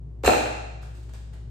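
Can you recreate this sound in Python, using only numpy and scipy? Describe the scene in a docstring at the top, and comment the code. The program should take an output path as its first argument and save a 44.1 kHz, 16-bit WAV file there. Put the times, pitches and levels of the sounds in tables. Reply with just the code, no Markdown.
"""An arm lands on a kitchen counter with a booming thud that sets the hollow counter ringing.
On its way down it grazes the edge, scraping and clattering along it.
Faint taps and rustles of handling follow, over the low, beating hum of an appliance.
It all echoes in a lively living room with a wooden floor."""
import sys
import numpy as np
from scipy import signal
from scipy.fft import rfft, irfft
from scipy.io import wavfile

SR = 44100
rng = np.random.default_rng(int(sys.argv[2]) if len(sys.argv) > 2 else 0)


def master_out(mix):
    """Clip the mix to full scale and print it as 16-bit PCM to the path in sys.argv[1]."""
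    frames = np.transpose(np.atleast_2d(mix))
    ceiling = np.clip(frames, -1, 1)
    pcm = np.round(ceiling * 32767).astype(np.int16)
    wavfile.write(sys.argv[1], SR, pcm)


N = 66150
FREQS = np.fft.rfftfreq(2 * N, 1 / SR)  # every tone curve has one value for each of these [Hz]


def amp(db):
    """Turns decibels into a number to multiply by."""
    return 10 ** (np.asarray(db) / 20)


def unit_power(x):
    """Scales a sound to an average power of 1."""
    return x / np.sqrt(np.mean(x ** 2) + 1e-20)


def read(points, hz=FREQS):
    """Looks up a table between its rows, spacing frequencies by octaves."""
    row_hz, value = np.transpose(points)
    return np.interp(np.log(hz + 1), np.log(row_hz + 1), value)


def since(start):
    """Seconds since a moment, zero before it."""
    return np.maximum(np.arange(N) / SR - start, 0)


def colour(x, curve_db):
    """Shapes a sound with a tone curve, so that nothing rings before the sound starts."""
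    log_gain = np.log(amp(np.maximum(curve_db, -100)))
    response = np.exp(np.conj(signal.hilbert(np.r_[log_gain, log_gain[-2:0:-1]])))
    return irfft(rfft(x, 2 * N) * response[:N + 1])[..., :N]


def levelled(curve_db):
    """Shifts a tone curve to an average power of 1."""
    return curve_db - 10 * np.log10(np.mean(amp(curve_db) ** 2))


def dull(hz):
    """A soft touch loses treble above this frequency: a tone curve in dB."""
    return -10 * np.log10(1 + (FREQS / hz) ** 2)


def thin(hz):
    """A glancing touch loses bass below this frequency: a tone curve in dB."""
    return -10 * np.log10(1 + (hz / (FREQS + 1)) ** 4)


def stereo(x, likeness):
    """Blends two sounds into left and right; likeness runs from -1 (opposite) to 1 (the same)."""
    same = np.clip(read(likeness), -.99, .99)
    mid = colour(x[0], 10 * np.log10((1 + same) / 2))
    side = colour(x[1], 10 * np.log10((1 - same) / 2))
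    return np.array([mid + side, mid - side])


# how long the room's echo takes to fade by 60 dB (frequency [Hz], fade time [s])
ROOM_FADE = [(60, 0.79), (250, 0.72), (600, 0.91), (1400, 0.91), (2800, 0.97), (5000, 0.96), (8000, 0.77),
             (14000, 0.38)]
# how alike left and right are in the room (frequency [Hz], likeness [-1 to 1])
ROOM_LIKENESS = [(60, 0.5), (130, 0.77), (260, 0.64), (450, 0.06), (740, -.35), (1220, -.3), (2000, -.14),
                 (3300, 0.14), (5500, 0.08), (12000, 0.18)]
def room(x, gap_s=0.0029, build_s=0.0038):
    """Countless reflections build up, then die away at each frequency's own speed."""
    hz, t, noise = signal.stft(rng.standard_normal((2, N)), SR, nperseg=1024)
    fade = amp(-60 * t / read(ROOM_FADE, hz)[:, None])
    tail = signal.istft(noise / (abs(noise) + 1e-12) * fade, SR, nperseg=1024)[1][:, :N]
    tail = stereo(tail * (1 - np.exp(-since(gap_s) / build_s)), ROOM_LIKENESS)
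    return signal.fftconvolve(x[None], tail / np.linalg.norm(tail[0]), axes=1)[:, :N]


# how alike left and right are without the echo (frequency [Hz], likeness [-1 to 1])
DIRECT_LIKENESS = [(100, 0.85), (300, 0.93), (600, 0.96), (2000, 0.11), (12000, 0.62)]
def direct(x):
    """Sound that comes straight to the listener, most alike on both sides in the low range."""
    return stereo(x, DIRECT_LIKENESS)


# tone of the room's air (frequency [Hz], relative level [dB])
AIR_TONE = [(25, -17.5), (60, -6.5), (120, 5.5), (200, -6.5), (400, -13.5), (800, -20.5), (1600, -36),
            (4000, -45.5), (9000, -48.5), (15000, -77)]
def air(level_db=-50.5):
    """The room's air makes a soft, low, steady rush."""
    rush = colour(rng.standard_normal((2, N)), read(AIR_TONE))
    return amp(level_db) * unit_power(stereo(rush, ROOM_LIKENESS))


# the appliance's tones (frequency [Hz], level [dB], waver [share of the tone's strength])
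HUM_TONES = [(59.06, -38.5, 0.04), (121.3, -51.5, 0.059), (108.8, -47.5, 0.03), (145.8, -57.5, 1),
             (247, -67.5, 0.33), (357.3, -65, 0.38), (416, -69, 0.086)]
def hum(slow_hz=0.69, fast_hz=5, lean_left_db=1):
    """A motor hums in wavering tones; two lie close enough to throb against each other."""
    t, tones = since(0), np.zeros(N)
    waver_rates = np.geomspace(slow_hz, fast_hz, 10)
    for hz, db, waver in HUM_TONES:
        drift = unit_power(sum(np.sin(2 * np.pi * (rate * t + rng.random())) for rate in waver_rates))
        tones += amp(db) * np.sqrt(2) * (1 + waver * drift) * np.sin(2 * np.pi * (hz * t + rng.random()))
    return tones * amp([[lean_left_db], [-lean_left_db]])


def friction(start, rise_s, decay_s, uneven_db=3):
    """Rubbing surfaces give a short burst of uneven, grainy noise."""
    t = since(start)
    grains = unit_power(rng.standard_normal((2, N)) * amp(uneven_db * rng.standard_normal(N)))
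    return grains * np.minimum(t / rise_s, 1) * np.exp(-np.maximum(t - rise_s, 0) / decay_s)


# light touches (time [s], relative level [dB], rise [s], decay [s], dull above [Hz], hollow boost [dB])
TOUCHES = [(0.813, -3, 0.015, 0.03, 7860, 9), (0.828, 1, 0.0026, 0.005, 1500, 20),
           (.935, -8.5, 0.02, 0.046, 10000, -1), (1.016, -10.5, 0.018, 0.013, 9550, 7),
           (1.087, -0.5, 0.008, 0.014, 2560, 7), (1.134, 3, 0.0035, 0.0026, 12000, 5),
           (1.137, 2.5, 0.0076, 0.014, 4200, 2), (1.323, -0.5, 0.012, 0.03, 1300, 5.5),
           (1.33, -5, 0.0078, 0.008, 9000, 9)]
# tone of a touch (frequency [Hz], relative level [dB])
TOUCH_TONE = [(100, 1.5), (600, 7), (1400, -1.5), (2300, -1), (4700, -1), (6000, -4.5), (7800, 0),
              (9300, -3), (10400, -23), (12000, -6), (14000, -11), (15500, -37)]
def taps(gain_db=-50.5, room_db=2.5, hollow_hz=1486, hollow_width_hz=420):
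    """Handling makes faint taps and rustles, some hollow, heard mostly through the room's echo."""
    tone = levelled(read(TOUCH_TONE))
    hollow = np.exp(-2 * ((FREQS - hollow_hz) / hollow_width_hz) ** 2)
    touches = np.zeros((2, N))
    for start, db, rise_s, decay_s, dull_hz, hollow_db in TOUCHES:
        rub = friction(start, rise_s, decay_s)
        touches += colour(rub, tone + db + dull(dull_hz) + hollow_db * hollow)
    return amp(gain_db) * (direct(touches) + amp(room_db) * room(touches[0]))


# where the counter's edge rings (frequency [Hz], width [Hz], boost [dB])
EDGE_PEAKS = [(2437, 164, 9.5), (2697, 136, 13), (3830, 210, 5), (4130, 230, 8.5), (6630, 760, 5),
              (7440, 290, 6)]
def edge():
    """The edge boosts a few bright bands of any sound made on it: a tone curve in dB."""
    return sum(db * np.exp(-2 * ((FREQS - hz) / width) ** 2) for hz, width, db in EDGE_PEAKS)


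# slips along the edge (time [s], relative level [dB], rise [s], decay [s])
SLIPS = [(0.2338, -18.5, 0.00091, 0.018), (0.242, -6, 0.0062, 0.019), (0.255, -1, 0.0081, 0.0093),
         (0.27, -1.5, 0.0058, 0.0065), (0.302, -10, 0.0054, 0.042)]
# tone of the scrape (frequency [Hz], relative level [dB])
SCRAPE_TONE = [(300, -26), (1000, 2.5), (1650, 4.5), (2100, -3.5), (3200, -6), (5200, -7.5), (9300, -7),
               (10100, -31.5), (10800, -35), (11600, -12), (14000, -13.5), (15500, -30)]
def scrape(gain_db=-22.5, room_db=2):
    """The arm rubs along the edge in quick slips that bring out its bright ring."""
    slips = sum(amp(db) * friction(start, rise_s, decay_s) for start, db, rise_s, decay_s in SLIPS)
    rasp = colour(slips, levelled(read(SCRAPE_TONE) + edge()))
    return amp(gain_db) * (direct(rasp) + amp(room_db) * room(rasp[0]))


def fading_tone(t, hz, db, fade_s):
    """One tone that drops 60 dB in fade_s and reaches left and right out of step."""
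    phase = np.arccos(np.clip(read(ROOM_LIKENESS, hz), -1, 1)) * np.array([[.5], [-.5]])
    return amp(db - 60 * t / fade_s) * np.sin(2 * np.pi * hz * t + phase)


# hard clinks just before the hardest blow (time [s], relative level [dB], strongest near [Hz])
CLINK_HITS = [(.2615, -29.5, 2470), (.2605, -28, 7600), (.2702, -30, 4260)]
# bright tones of the clinks (frequency [Hz], relative level [dB], fade time [s])
CLINK_TONES = [(2277, -8, .9), (2416, -10, .8), (2482, -3.5, .95), (2550, -7, .75), (2686, 1.5, 1),
               (2842, -11, .8), (3800, -8, .65), (3854, -10, .65), (4053, -10, .55), (4146, -6, .6),
               (4238, -10, .55), (6498, -13, .55), (7473, -7, .42), (7596, -11, .42)]
def clatter(reach_octaves=0.25, rise_s=0.0016, flash_db=9, flash_s=0.0057):
    """Each hard clink starts with a flash of sound, then rings on in the tones nearest its pitch."""
    clinks = np.zeros((2, N))
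    for start, db, centre_hz in CLINK_HITS:
        t = since(start)
        attack = (1 - np.exp(-t / rise_s)) * (1 + amp(flash_db) * np.exp(-t / flash_s))
        for hz, tone_db, fade_s in CLINK_TONES:
            nearness = np.exp(-(np.log2(hz / centre_hz) / reach_octaves) ** 2)
            clinks += nearness * attack * fading_tone(t, hz, db + tone_db, fade_s)
    return clinks


# the hollow counter's tones (frequency [Hz], relative level [dB], fade time [s])
COUNTER_TONES = [(252, -3, .5), (301, -2, .6), (370, -1, .5), (423, -7, .6), (495, 2, .55), (563, -4, .7),
                 (590, -5, .6), (645, -5, .6), (742, -6, .85), (764, -1, .85), (818, -1, .6), (899, -6, .5),
                 (1377, -10, .7)]
def ring(gain_db=-28.5, rise_s=0.0015):
    """The hardest blow sets all of the hollow counter's tones ringing together."""
    hardest = max(ARM_BLOWS, key=lambda blow: blow[1])
    t = since(hardest[0])
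    tones = sum(fading_tone(t, *row) for row in COUNTER_TONES)
    return amp(gain_db) * tones * (1 - np.exp(-t / rise_s))


# deep tones of the counter's wall (frequency [Hz], level [dB], fade time [s])
WALL_TONES = [(67.8, -18.5, 0.24), (80.2, -34.5, 0.43)]
def boom(start=0.251, rise_s=0.017):
    """The arm's weight swings the counter's wall at its two lowest tones."""
    t = since(start)
    swing = sum(amp(db - 60 * t / fade_s) * np.sin(2 * np.pi * hz * t) for hz, db, fade_s in WALL_TONES)
    return swing * np.minimum(t / rise_s, 1)


def through_slab(x, bass_lag_s=0.000915, bend_hz=500, left_lag_s=0.00004):
    """Bass travels slower through the bending countertop; the left side hears it all a little later."""
    delay_s = bass_lag_s / np.sqrt(1 + FREQS / bend_hz)
    slab_phase = 2 * np.pi * np.cumsum(delay_s) * SR / (2 * N)
    side_phase = 2 * np.pi * FREQS * np.array([[left_lag_s], [0]])
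    return irfft(rfft(x, 2 * N) * np.exp(-1j * (slab_phase + side_phase)))[:, :N]


# the countertop's short-lived tones (frequency [Hz], relative level [dB])
SLAB_TONES = [(470, -6), (780, 2), (990, -7.5), (1300, -8.5), (1750, -20), (2650, -10)]
def knock(t, swell, gain_db=1):
    """The countertop's tones swell and die with a blow, making a hollow knock."""
    return swell * sum(amp(gain_db + db) * np.sin(2 * np.pi * hz * t) for hz, db in SLAB_TONES)


# the arm's blows (time [s], relative level [dB], thin below [Hz], dull above [Hz], shudder time [s])
ARM_BLOWS = [(0.2373, -9.5, 500, 1290, 0.0018), (0.2426, -5, 139, 170, 0.0055),
             (.2485, -7.5, 520, 1500, 0.0059), (.276, 2.5, 130, 2230, 0.0037),
             (.2858, -3, 262, 880, 0.0054), (.2925, -2, 470, 1020, 0.0068),
             (.3225, -14, 1100, 2200, 0.0037), (0.3323, -2.5, 1370, 2200, 0.0049),
             (0.4575, -7.5, 1170, 1970, 0.003)]
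# tone of a blow (frequency [Hz], relative level [dB])
BLOW_TONE = [(40, -23.5), (85, 3.5), (175, -13), (245, -1.5), (330, -1.5), (490, 0.5), (840, 3),
             (1020, -16), (1320, -8.5), (1900, -13), (5000, -27), (15000, -54)]
def thud(gain_db=18, shudder_db=-8, push_db=-10, room_db=-4.5, edge_share=0.68):
    """Each blow gives the counter a knock, a brief shudder and a sharp push that echoes in the room."""
    shudders, pushes, knocks = np.zeros((2, N)), np.zeros(N), np.zeros(N)
    body = levelled(read(BLOW_TONE) + edge_share * edge())
    for start, db, thin_hz, dull_hz, shudder_s in ARM_BLOWS:
        t = since(start)
        contact = thin(thin_hz) + dull(dull_hz) + db
        swell = t / shudder_s * np.exp(-2 * t / shudder_s)
        push = colour(signal.unit_impulse(N, round(start * SR)), body + contact)
        shudder = colour(direct(rng.standard_normal((2, N)) * swell), body + contact)
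        shudders += unit_power(shudder) * np.std(push)  # a harder push shakes it more
        pushes += push
        knocks += colour(knock(t, swell), contact)
    weight = amp(shudder_db) * shudders + amp(push_db) * through_slab(pushes)
    return knocks + amp(gain_db) * (weight + amp(room_db) * room(pushes))


def scene():
    """The arm's strike and the handling after it, over the hum and the room's air."""
    return thud() + ring() + boom() + scrape() + clatter() + taps() + hum() + air()


def record(dry, ceiling=0.8, top_hz=15700):
    """Rounds off the loudest peaks, then removes the very highest treble."""
    rounded = dry / (1 + (dry / ceiling) ** 6) ** (1 / 6)
    treble_cut = signal.firwin(511, top_hz, window=("kaiser", 9), fs=SR)
    return signal.oaconvolve(rounded, treble_cut[None], "same")


dry = scene()
out = record(dry)
master_out(out)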